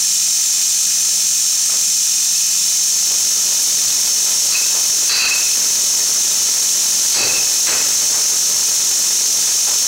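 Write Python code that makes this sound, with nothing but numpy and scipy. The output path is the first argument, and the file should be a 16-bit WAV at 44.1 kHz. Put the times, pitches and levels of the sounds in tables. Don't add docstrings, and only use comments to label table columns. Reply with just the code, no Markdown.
import sys
import numpy as np
from scipy import signal
from scipy.fft import rfft, irfft
from scipy.io import wavfile

SR = 44100
rng = np.random.default_rng(int(sys.argv[2]) if len(sys.argv) > 2 else 0)


def wav_record(signal):
    frames = np.transpose(np.atleast_2d(signal))
    bounded = np.clip(frames, -1, 1)
    quanta = np.round(bounded * 32767).astype(np.int16)
    wavfile.write(sys.argv[1], SR, quanta)


N = 435266
T, HZ = np.arange(N) / SR, np.fft.rfftfreq(N, 1 / SR)
BELT_START_S = 2.42

# f/Hz, width/Hz, lift/dB
FRAME_MODES = [(124, 10, 5.7), (425, 33, 4.9), (591, 26, 5.9), (950, 60, 2.7), (1366, 47, 1)]


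def gain_of(db):
    return 10 ** (np.asarray(db) / 20)


def unit_rms(x):
    return x / np.sqrt(np.mean(x ** 2) + 1e-20)


def white():
    return rng.standard_normal(N)


def slope(points):
    hz, db = np.transpose(points)
    return np.interp(np.log(HZ + 1), np.log(hz + 1), db)


def lifts(peaks):
    return sum(db / (1 + (2 * (HZ - hz) / width) ** 2) for hz, width, db in peaks)


def bands(peaks):
    power = sum(gain_of(db) ** 2 / (1 + (2 * (HZ - hz) / width) ** 2) ** 3 for hz, width, db in peaks)
    return 10 * np.log10(power)


def colour(x, db):
    return unit_rms(irfft(rfft(x) * gain_of(db), N))


def drift(rate_hz):
    return unit_rms(irfft(rfft(white()) * np.exp(-(HZ / rate_hz) ** 2) * (HZ > 0), N))


def scatter(x, t60_s, direct, comb=.65):
    tail = white() * gain_of(-60 * T / t60_s)
    path = np.sqrt(direct) + np.sqrt(1 - direct) * rfft(tail) / np.linalg.norm(tail)
    path *= (abs(path) + 1e-9) ** (comb - 1)
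    return unit_rms(irfft(rfft(x) * path, N))


def hall(level_db=-41):
    wash = [(20, -14), (50, -2), (120, -3), (240, 5), (300, -1), (380, -13), (490, -9), (640, 3), (1300, 3),
            (2200, 8), (4000, -21)]
    housing_modes = [(124, 8.3, 12.5), (710, 44, 3.5), (894, 46, 3), (1292, 70, 8.5), (1774, 110, 4.5)]  # f/Hz, width/Hz, lift/dB
    return gain_of(level_db) * colour(white(), slope(wash) + lifts(housing_modes))


def motor(turns, waver=.14):
    orders = [(2, -67), (8, -52), (12, -60)]
    out = np.zeros(N)
    for order, db in orders:
        amplitude = gain_of(db) * np.sqrt(2) * (1 + waver * drift(5.1))
        out += amplitude * np.sin(2 * np.pi * (order * turns + rng.random()))
    return out


def belt_speed(run_up_s=.87):
    return 1 - np.exp(-np.maximum(T - BELT_START_S, 0) / run_up_s)


def conveyor(running_db=-38.5, ticks_per_s=70, rattle=.54, uneven_db=1):
    chain = [(25, -9), (70, -4.5), (160, -6), (320, 2.5), (800, 0.5), (1500, 0), (2200, -0.5), (4000, -36)]
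    # t/s, half width/s, level/dB
    swells = [(1.08, 0.21, -47), (8.07, 0.2, -43.5)]
    ticks = (rng.random(N) < ticks_per_s / SR) * white()
    drive = white() + rattle * scatter(ticks, t60_s=.14, direct=.063)
    swell = sum(gain_of(db) * np.exp(-((T - s) / width) ** 2) for s, width, db in swells)
    level = (gain_of(running_db) * belt_speed() + swell) * gain_of(uneven_db * drift(12))
    return level * colour(drive, slope(chain) + lifts(FRAME_MODES))


def bursts(rows, body_db, t60_s, room_db, room_t60_s, skirt_db):
    out = np.zeros(N + SR)
    age, hz = T[:SR], np.fft.rfftfreq(SR, 1 / SR)
    fade = gain_of(-60 * age / t60_s) + gain_of(room_db - 60 * age / room_t60_s)
    body = np.interp(hz, HZ, body_db + np.zeros(len(HZ)))
    for s, db, centre, rise in rows:
        shape = gain_of(body - skirt_db * np.log2((hz + 1) / centre) ** 2)
        noise = unit_rms(irfft(rfft(rng.standard_normal(SR)) * shape, SR))
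        out[round(s * SR):][:SR] += gain_of(db) * (1 - np.exp(-age / rise)) * fade * noise
    return out[:N]


def jostles(count=60, per_s=2.5, level_db=-43.5, spread_db=1, centre_hz=1000, rise_s=.002):
    gap, softness, pitch = rng.random((count, 3)).T
    times = BELT_START_S + np.cumsum(.5 + gap) / per_s
    speed_db = 20 * np.log10(np.interp(times, T, belt_speed()) + 1e-6)
    levels = level_db - spread_db * (2 * softness - 1) + speed_db
    centres = centre_hz * 2 ** (pitch - .5)
    return [(s, db, hz, rise_s) for s, db, hz in zip(times, levels, centres) if s < T[-1]]


def bottles(rise_cycles=7.5, max_rise_s=.028):
    knocks = [(1.690, -37, 1200), (1.715, -40.5, 600), (1.80, -47, 180), (3.10, -39, 650), (3.84, -44, 75),
              (4.26, -37, 900), (4.74, -34.5, 700), (7.221, -38, 105), (8.138, -34, 1100),
              (9.47, -36, 1600), (9.667, -33, 1110)]
    loud = [(s, db, hz, min(rise_cycles / hz, max_rise_s)) for s, db, hz in knocks]
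    return bursts(loud + jostles(), lifts(FRAME_MODES),
                  t60_s=.059, room_db=3, room_t60_s=.51, skirt_db=4.5)


def clinks():
    events = [(3.62, -24, 9000, .002), (7.025, -26, 7000, .002), (7.06, -20, 8500, .02),
              (7.085, -19, 4700, 0.024), (7.12, -21, 4400, 0.019)]
    return bursts(events, body_db=0, t60_s=.06, room_db=.5, room_t60_s=.32, skirt_db=12)


def exhausts(attack_s=.0015, vent_t60_s=.87, rumble_s=.021, ring_t60_s=.62, sputter_db=.5, stutter_db=3):
    # t/s, open/s, whistle delay/s, rush/dB, rumble/dB, whistle/dB, shrill/dB, ring/dB
    vents = [(2.30, .03, 0.05, -60, -68, -35, -50, -55), (4.515, 0.044, 0.035, -32.5, -58, -25.5, -26, -45),
             (5.093, 0.16, 0.13, -25, -39.5, -17.5, -16.8, -40),
             (7.143, 0.1, 0.068, -27, -27, -22.5, -20.5, -21),
             (7.669, 0.036, 0.047, -24, -30, -29, -27, -19)]
    # f/Hz, level/dB
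    rush = [(100, -17), (500, -13.5), (1200, -2), (2000, -1), (3300, -6), (8000, -29), (15000, -24)]
    rumble = [(30, -26), (70, -19), (100, 6), (160, -1), (400, 8.5), (800, 5.5), (1600, -13), (4000, -17)]
    # f/Hz, width/Hz, level/dB
    whistle = [(2548, 87, -1), (2653, 150, -4.5)]
    shrill = [(4056, 220, -3), (4470, 520, -4), (4870, 220, -6)]
    ring = [(4090, 250, -6), (7880, 290, 0)]
    spectra = [slope(rush), slope(rumble), bands(whistle), bands(shrill), bands(ring)]
    voices = [colour(white(), db) for db in spectra]
    stutter = gain_of(stutter_db * drift(44))
    out = np.zeros(N)
    for s, open_s, delay_s, *levels in vents:
        age = np.maximum(T - s, 0)
        emptying = gain_of(-60 * np.maximum(age - open_s, 0) / vent_t60_s)
        pressure = (1 - np.exp(-age / attack_s)) * emptying
        rumble_env = 1 - np.exp(-age / rumble_s)
        whistle_env = stutter * np.interp(age, [delay_s / 2, delay_s], [.3, 1])
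        shrill_env = np.sqrt(pressure)
        ring_env = gain_of(-60 * age / ring_t60_s)
        envelopes = [1, rumble_env, whistle_env, shrill_env, ring_env]
        out += pressure * sum(gain_of(db) * env * voice for db, env, voice in zip(levels, envelopes, voices))
    return out * gain_of(sputter_db * drift(45))


def pump_stroke(turns, jitter_s=.0003):
    at = np.flatnonzero(np.diff(np.floor(turns)) > 0)
    late, polarity = rng.standard_normal((len(at), 2)).T
    puffs = np.zeros(N)
    puffs[np.clip(at + (late * jitter_s * SR).astype(int), 0, N - 1)] = np.sign(polarity)
    return scatter(puffs, t60_s=.14, direct=.02)


def air_hiss(turns, level_db=-14.5, pulsed_share=.4, second_db=-1, surge=.036, flicker_db=.97):
    hiss = [(500, -65), (2300, -28.5), (2700, -19.5), (3400, -19.5), (4200, -12.5), (5100, -11.5),
            (5500, -7), (6350, -0.8), (6950, -5), (7800, -10), (9200, -15), (10400, -16), (11400, -21),
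            (15700, -21.3)]
    fitting_modes = [(2507, 115, 9.8), (3053, 170, 5), (3586, 45, 7.5), (3953, 30, 5), (4922, 55, 4),
                     (5399, 180, 7.7), (5833, 130, 4.5), (6175, 85, 4), (6473, 180, 3.5), (8600, 170, 3),
                     (12080, 300, 5.5)]
    panel_modes = [(2450, 63, 6.5), (7450, 300, 6.5), (8750, 300, 6.5), (12700, 300, -3)]
    mic_track = [(2.2, 0.68), (3.3, 0.066)]  # t/s, position (1 = panel, 0 = nozzles)
    dips = [(1.572, 4.5, .008), (3.355, 2, 0.0089), (8.63, 4, 0.0061)]
    strokes = unit_rms(pump_stroke(turns - .6) + gain_of(second_db) * pump_stroke(turns - .1))
    flow = scatter(white(), t60_s=.38, direct=.17) * (1 + surge * np.sin(4 * np.pi * (turns - .05)))
    jet = np.sqrt(pulsed_share) * strokes + np.sqrt(1 - pulsed_share) * flow
    tone_db = slope(hiss) + lifts(fitting_modes)
    at_panel, at_nozzles = colour(jet, tone_db + lifts(panel_modes)), colour(jet, tone_db)
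    position = np.interp(T, *np.transpose(mic_track))
    heard = position * at_panel + (1 - position) * at_nozzles
    dip_db = sum(db * np.exp(-((T - s) / width) ** 2) for s, db, width in dips)
    return gain_of(level_db - dip_db + flicker_db * drift(30)) * heard


def scene(shaft_hz=22.953):
    turns = shaft_hz * T + .012 * drift(.5)
    mix = air_hiss(turns) + motor(turns) + hall() + conveyor() + exhausts() + clinks() + bottles()
    return np.stack([mix, mix])


def record(dry, threshold_db=-18, squeeze=.89, sense_s=.0015, makeup_db=2.5, cutoff_hz=15800):
    pole = np.exp(-1 / (sense_s * SR))
    power = signal.lfilter([1 - pole], [1, -pole], dry[0] ** 2, zi=[np.mean(dry ** 2)])[0]
    over_db = np.maximum(10 * np.log10(power + 1e-12) - threshold_db, 0)
    limited = dry * gain_of(makeup_db - squeeze * over_db)
    lowpass = signal.firwin(511, cutoff_hz, window=("kaiser", 9), fs=SR)
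    return signal.oaconvolve(limited, lowpass[None], "same", axes=1)


dry = scene()
out = record(dry)
wav_record(out)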